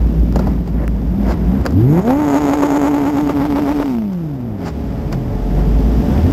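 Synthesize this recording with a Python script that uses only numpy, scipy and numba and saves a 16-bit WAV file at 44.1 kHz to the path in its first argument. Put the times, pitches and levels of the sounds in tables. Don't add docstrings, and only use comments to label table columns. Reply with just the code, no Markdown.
import sys
import numpy as np
from scipy import signal
from scipy.io import wavfile
from scipy.ndimage import uniform_filter1d
from numba import njit

SR = 44100
rng = np.random.default_rng(int(sys.argv[2]) if len(sys.argv) > 2 else 0)


def generate_wav(signal):
    frames = np.transpose(np.atleast_2d(signal))
    scaled = np.clip(frames, -1, 1) * 32767
    pcm = np.round(scaled).astype(np.int16)
    wavfile.write(sys.argv[1], SR, pcm)


N = 278712

# time in seconds, level in dB.
GRID_LEVEL = [(0, -17.5), (.45, -16), (.65, -20.5), (1.3, -19), (1.6, -16), (1.9, -17), (2.2, -24.5),
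              (3.0, -26.5), (3.4, -22), (3.8, -25), (4.1, -33), (4.7, -26), (5.0, -19.5), (5.3, -22),
              (5.7, -16.5), (6.32, -13)]
GRID_FIRING_HZ = [43.2, 65.78, 34.79]
# centre in Hz, width in Hz, gain in dB.
GRID_PIPE_MODES = [(56.6, 66, 3), (116, 106, -3), (179, 129, 3), (278, 117, -3), (373, 170, -9)]
# time in seconds, nominal pitch in Hz, relative level in dB.
WANDERING_IDLE = [(0, 195.8, -38), (.17, 165.7, -19.5), (.39, 174.7, -16.5), (.45, 191.8, -22),
                  (.75, 169.4, -24.5), (.92, 200, -21), (1.11, 178.1, -24), (1.2, 208, -16.5),
                  (1.37, 172.6, -27), (1.49, 176.4, -15), (1.56, 208.6, -19.5), (1.7, 217, -42)]
# time in seconds, firing rate in Hz, relative level in dB.
HELD_REV = [(4.2, 105.2, -45), (4.4, 120.7, -46), (4.65, 137.4, -42.5), (4.9, 141.8, -46.5),
            (5.5, 143.7, -40), (6.32, 145.2, -40)]
# multiple of the firing rate, gain in dB.
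HELD_HARMONICS = [(2, -22), (3, 6.5), (4, 1.5), (5, -1), (6, -3.5)]
# time in seconds, firing rate in Hz, relative level in dB.
THROTTLE_BLIP = [(4.85, 83.8, -38), (4.974, 127.4, -27), (5.046, 147.3, -32), (5.184, 133.3, -18),
                 (5.342, 103.8, -31), (5.4, 96.4, -44)]
# start in seconds, relative level in dB,
# ring time in seconds, thud offset in dB.
CLUNKS = [(.3252, -26, .004, -6), (.3580, -21, .045, 6), (.3920, -25, .045, 9), (.4698, -30, .05, 10),
          (.6755, -33, .02, 2), (.8790, -17, .003, -14), (1.3090, -27, .015, 0), (1.322, -29, .015, 0),
          (1.6140, -30, .004, -10), (1.6540, -24, .015, 6), (1.6625, -13, .03, -4), (1.7073, -30, .02, 0),
          (1.7230, -29, .01, -6), (4.1317, -34, .02, -6), (4.682, -30, .015, 0), (5.1267, -21, .03, -4)]
# centre in seconds, half-width in seconds, relative level in dB.
GLOVE_SCRAPES = [(1.305, .03, -40), (4.675, .025, -39)]
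# start in seconds, relative level in dB.
BACKFIRES = [(2.077, -12), (2.632, -6), (3.182, -10), (3.293, -7), (3.583, -8), (3.8, -12), (3.826, -13)]
# time in seconds, firing rate in Hz, base levels of harmonics 1-3 in dB.
REVS = [(0, 57, -17.5, -64, -63), (.45, 55.8, -13, -62, -62), (1.5, 56, -12, -62, -65),
        (1.65, 57.5, -20, -60, -60), (1.7, 66.4, -12, -37, -45), (1.778, 97.6, -9, -41, -14),
        (1.874, 134, -9, -17, -24), (1.986, 180.3, -12.5, -16.5, -34), (2.018, 198.6, -33, -56, -48),
        (2.092, 248, -12, -20, -22), (2.19, 302, -16.5, -56, -42), (2.25, 295, -15.5, -63, -60),
        (3.0, 288, -15.5, -67, -58), (3.8, 280, -16.5, -60, -55), (3.95, 236, -17, -50, -40),
        (4.144, 181.3, -20, -36.5, -47), (4.372, 130.3, -25, -26, -69), (4.68, 81, -30.5, -29, -30.5),
        (4.866, 60.5, -28, -42, -42), (5.1, 45, -24, -40, -27), (5.33, 42.3, -24, -32, -31),
        (5.6, 49.2, -9.5, -34, -23), (5.85, 54.4, -15.5, -30, -29), (6.11, 61.5, -24.5, -26, -48),
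        (6.25, 84.5, -10.5, -47, -21.5), (6.32, 95.3, -25, -39, -27)]
CYLINDER_BALANCE = [0, -1.0, -2.0, -1.0]
# multiple of the firing rate, dB against the firing tone.
MISFIRE_TONES = [(.5, -18), (1.5, -17)]
# crest time in seconds, crest gain in dB, following dip in dB.
THROB_CRESTS = [(.034, 7, -13), (.224, 6.5, -11), (.35, 1, -4), (.55, -3.5, -9), (.768, -1, -2.5),
                (.917, -1.5, -26), (1.082, -1, -21), (1.268, -1.5, -10), (1.476, -1, -20), (1.61, -3, -18),
                (5.598, -2.5, -11), (5.692, 4, -4), (5.759, 4, -3), (5.838, 4, 0.5)]
# start in seconds, end in seconds,
# strength as a factor, stumble of the tone at the end in dB.
LIMITER_RELIGHTS = [(2.35, 2.388, 1.16, -7), (2.513, 2.556, 1.12, -6), (2.619, 2.668, 0.63, -3),
                    (2.734, 2.776, 0.91, 1), (2.847, 2.886, 1.05, -1), (2.944, 2.979, .6, -4),
                    (3.056, 3.102, 1.43, -3), (3.164, 3.214, 1.29, -4), (3.29, 3.323, .8, -8),
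                    (3.408, 3.47, 1.3, -5), (3.554, 3.6, 1.18, -7), (3.68, 3.73, 1.35, -9),
                    (3.798, 3.831, 0.69, -8)]
# time in seconds, base bark level in dB, base gas level in dB.
EXHAUST_LEVELS = [(0, -35.5, -49.5), (.33, -39, -50.5), (.4, -27.5, -47), (.66, -39.5, -54),
                  (1.19, -35, -52), (1.57, -29, -48.5), (1.76, -36, -50), (2.04, -31, -50.5),
                  (2.2, -23.5, -49), (2.4, -21, -42), (2.85, -21.5, -44.5), (3.2, -27, -44.5),
                  (3.75, -26, -41), (3.92, -32, -44.5), (4.05, -39, -52.5), (4.55, -37.5, -57),
                  (4.75, -34.5, -50), (5.27, -33.5, -50), (5.7, -31, -45), (6.32, -27, -41.5)]
# peak time in seconds, build-up in seconds, bark lift in dB, gas lift in dB.
ROAR_SWELLS = [(.68, 0.027, 8.5, 5), (.84, .12, 13, 0), (1.319, 0.15, 13, 8), (1.655, 0.0076, 12.5, -2),
               (1.821, .06, 8, 4), (1.99, 0.15, 12.5, 3.5), (2.108, 0.055, 10, 10), (4.68, 0.12, 9, 10),
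               (5.13, .02, 10, 9), (5.6, .06, 8, 2), (6.19, 0.12, 5, 1.5)]
# centre in Hz, width in Hz, gain in dB.
PIPE_MODES = [(348.4, 96, 12.5), (607, 328, 6.5), (908, 684, -1), (1256, 1000, -5), (2040, 1060, -12.5),
              (2920, 4500, -30.5)]
TAILPIPE_MODES = [(458, 54, -33), (912, 36, 28)]
FAIRING_MODES = [(4650, 1560, 5), (8250, 2100, -13), (2570, 3500, 14), (13900, 12000, -4)]
# time in seconds, base level in dB.
PANEL_LEVEL = [(1.9, -52), (2.2, -50), (2.3, -42), (2.8, -41.5), (3.0, -50), (3.3, -51), (3.45, -78),
               (3.9, -80)]

CUT_FROM_S, CUT_TO_S = 2.25, 4.1
CUT_PULSE = -.3
LIMIT_HZ, LIMIT_SWING_HZ = 288, 12.
t = np.arange(N) / SR


def undb(db):
    return 10 ** (np.asarray(db) / 20)


def unit(x):
    return x / np.sqrt(np.mean(x ** 2))


def curve(rows):
    times, *columns = np.transpose(rows)
    return [np.interp(t, times, column) for column in columns]


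def decay(start, ring_s):
    return (t >= start) * np.exp(-np.log(1000) * np.maximum(t - start, 0) / ring_s)


def butter(x, order, hz, kind="low"):
    return signal.sosfilt(signal.butter(order, hz, kind, fs=SR, output="sos"), x)


@njit
def bandpass(x, hz, width):
    y, band, low = np.empty(len(x)), 0., 0.
    g, damping = np.tan(np.pi * hz / SR), width / hz
    for i in range(len(x)):
        v = (band + g * (x[i] - low)) / (1 + g * (g + damping))
        band, low, y[i] = 2 * v - band, low + 2 * g * v, damping * v
    return y


def ring(x, modes):
    return sum((-1) ** k * undb(db) * bandpass(bandpass(x, hz, width), hz, width)
               for k, (hz, width, db) in enumerate(modes))


def steady(x, span_s=.04):
    span = int(span_s * SR)
    return x / np.sqrt(uniform_filter1d(uniform_filter1d(x ** 2, span), span) + 1e-12)


def firings(hz, scatter_db, jitter, pattern_db, cut=np.zeros(N, bool)):
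    turns = np.cumsum(hz) / SR
    at = np.flatnonzero(np.diff(np.floor(turns)))
    chance = rng.standard_normal((4000, 2))[:len(at)]
    strength = undb(scatter_db * chance[:, 0] + np.resize(pattern_db, len(at)))
    strength *= np.where(cut[at] & (np.arange(len(at)) % 2 == 1), CUT_PULSE, 1)
    delay = (jitter * chance[:, 1] * SR / hz[at]).astype(int)
    pulses = np.zeros(N)
    np.add.at(pulses, np.clip(at + delay, 0, N - 1), strength)
    return pulses, turns


def grid_rumble():
    pulses = sum(firings(np.full(N, hz), scatter_db=2.5, jitter=.0716, pattern_db=[0])[0]
                 for hz in GRID_FIRING_HZ)
    lumps = unit(ring(pulses, GRID_PIPE_MODES))
    roar = unit(ring(rng.standard_normal(N), GRID_PIPE_MODES))
    return unit(lumps + 1.2 * roar) * undb(curve(GRID_LEVEL)[0])


def neighbour(rows, harmonics, fade_s=.044):
    hz, db = curve(rows)
    turns = np.cumsum(hz) / SR
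    gate = np.clip(np.minimum(t - rows[0][0], rows[-1][0] + fade_s - t) / fade_s, 0, 1)
    tones = 0
    for k, gain_db in harmonics:
        flutter_db = np.interp(t / .04, np.arange(200), rng.standard_normal(200))
        tones += undb(gain_db + flutter_db) * np.sin(2 * np.pi * k * turns)
    return np.sqrt(2) * tones * undb(db) * gate


def handling():
    edge, bright, dull, scrape = np.zeros((4, N))
    for start, db, ring_s, thud_db in CLUNKS:
        tail = decay(start, max(ring_s, .003))
        edge[int(start * SR)] = 1.5 * undb(db)
        bright += undb(db) * tail
        dull += undb(db + thud_db) * tail ** .6
    for centre, half_width, db in GLOVE_SCRAPES:
        scrape += undb(db) * np.exp(-((t - centre) / half_width) ** 2)
    noise = rng.standard_normal((3, N))
    grit = unit(noise[2] * undb(3.5 * rng.exponential(size=N)))
    metal_modes = [(1220, 920, 10), (2850, 810, -17), (4780, 1600, -1), (7250, 1300, -11),
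                   (12250, 6400, -27)]
    metal = ring(1.45 * bright * noise[0] + 4.27 * scrape * grit, metal_modes)
    thud = ring(dull * noise[1], [(243, 740, 4.3), (660, 840, .61)])
    return edge + metal + 4.5 * thud


def backfires(ring_s=.031):
    bursts = sum(undb(db) * decay(start, ring_s) for start, db in BACKFIRES)
    return 2.35 * ring(bursts * rng.standard_normal(N), PIPE_MODES + [(116, 630, 5.4)])


def panel_buzz(puff, swing):
    buzz = ring((.56 + puff) ** 2 * rng.standard_normal(N), [(6320, 790, -.15), (6560, 1930, -.85)])
    db, = curve([(1.8, -80), *PANEL_LEVEL, (4.1, -80)])
    return undb(db + 2.5 * swing) * steady(buzz)


def throb(gap_s=.12):
    gain = np.ones(N)
    crests, crest_db, dip_db = np.transpose(THROB_CRESTS)
    for start, following, db in zip(crests, [*crests[1:], np.inf], dip_db):
        end = following if following - start < 3 * gap_s else start + gap_s
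        inside = (t >= start) & (t < end)
        angle = np.pi * (t[inside] - start) / (end - start)
        gain[inside] = np.hypot(np.cos(angle), undb(db) * np.sin(angle))
    near_crest = np.clip(2 - np.min(np.abs(t[:, None] - crests), axis=1) / gap_s, 0, 1)
    return gain * undb(near_crest * np.interp(t, crests, crest_db))


def swells(fall_s=.032):
    return sum(np.outer(lifts_db, np.interp(t, [peak - build, peak, peak + fall_s], [0, 1, 0]))
               for peak, build, *lifts_db in ROAR_SWELLS)


def rev_limiter(stutter_db=1.5, stutter_s=.012):
    cut = (t > CUT_FROM_S) & (t < CUT_TO_S)
    saw, swing_points, stumble_db = [], [], 0
    for start, end, strength, db in LIMITER_RELIGHTS:
        cut &= (t < start) | (t > end)
        jump_hz = LIMIT_SWING_HZ * strength
        saw += [(start, LIMIT_HZ - jump_hz), (end, LIMIT_HZ + jump_hz)]
        swing_points += [(start + .01, strength), (end, .2 * strength), (end + .014, -strength)]
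        stumble_db += db * np.exp(-((t - end - .001) / .011) ** 2)
    first, last = saw[0][0], saw[-1][0]
    free_revs = [(s, hz) for s, hz, *_ in REVS if not first < s < last]
    hz, = curve(sorted(free_revs + saw))
    swing, = curve([(CUT_FROM_S, 0), *swing_points, (last + .1, 0)])
    held = np.interp(t, [CUT_FROM_S, first, last, CUT_TO_S], [0, 1, 1, 0])
    stutter = held * np.interp(t / stutter_s, np.arange(600), rng.standard_normal(600))
    return hz, cut, swing, .5 * swing + stumble_db + stutter_db * stutter


def firing_tones(turns, cut, limiter_db):
    times, _, *levels_db = np.transpose(REVS)
    first, second, third = curve(np.transpose([times, *undb(levels_db)]))
    first *= throb() * undb(limiter_db)
    uneven = first * uniform_filter1d(1. * cut, int(.015 * SR))
    partials = [(1, -first), (2, -second), (3, -third)]
    partials += [(k, uneven * undb(db)) for k, db in MISFIRE_TONES]
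    return np.sqrt(2) * sum(gain * np.cos(2 * np.pi * k * turns) for k, gain in partials)


def pipe_bark(pulses, puff, sharpness):
    front = butter(butter(-pulses, 3, 950), 1, 300, "high")
    tailpipe = sum(undb(db) * bandpass(pulses, hz, width) for hz, width, db in TAILPIPE_MODES)
    crack = bandpass(bandpass(pulses, 2030, 700), 2030, 640)
    edge = unit(front) + .33 * unit(tailpipe) + .05 * unit(crack)
    roar = ring((1 + .53 * sharpness * puff) * rng.standard_normal(N), PIPE_MODES)
    return 1.1 * sharpness * steady(edge) + np.sqrt(1 - .68 * sharpness) * steady(roar)


def bike():
    hz, cut, swing, limiter_db = rev_limiter()
    pulses, turns = firings(hz, scatter_db=3.6, jitter=.045, pattern_db=CYLINDER_BALANCE, cut=cut)
    puff = steady(signal.lfilter([1], [1, -np.exp(-1 / (.0041 * SR))], np.maximum(pulses, 0)))
    sharpness = np.clip(hz / 250, 0, 1) ** 1.5
    bark_db, gas_db = curve(EXHAUST_LEVELS)
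    bark_lift_db, gas_lift_db = swells()
    bark = undb(bark_db + bark_lift_db + 3 * swing) * pipe_bark(pulses, puff, sharpness)
    gas_flow = .61 + (sharpness + .018 * gas_lift_db) * puff ** 1.2
    gas = steady(ring(gas_flow * rng.standard_normal(N), FAIRING_MODES))
    gas *= undb(gas_db + gas_lift_db + .5 * swing)
    return firing_tones(turns, cut, limiter_db) + bark + gas + panel_buzz(puff, swing)


def scene():
    background = grid_rumble() + neighbour(HELD_REV, HELD_HARMONICS)
    background += neighbour(THROTTLE_BLIP, [(1, 1), (2, -13), (3, -30)])
    background += neighbour(WANDERING_IDLE, [(.99, -1.5)])
    fade_in = np.clip(t / .004, 0, 1)
    return (fade_in * (background + bike() + backfires() + handling()))[None]


def record(dry, carrier_hz=12100, mirror_db=-21.5, top_hz=15700):
    mirror = butter(dry, 1, 1300, "high") * np.cos(2 * np.pi * carrier_hz * t)
    wet = butter(dry + undb(mirror_db) * mirror, 2, 32, "high")
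    wet = np.tanh(.8 * wet) / .8
    return signal.sosfilt(signal.ellip(10, .2, 70, top_hz, fs=SR, output="sos"), wet)


dry = scene()
out = record(dry)
generate_wav(out)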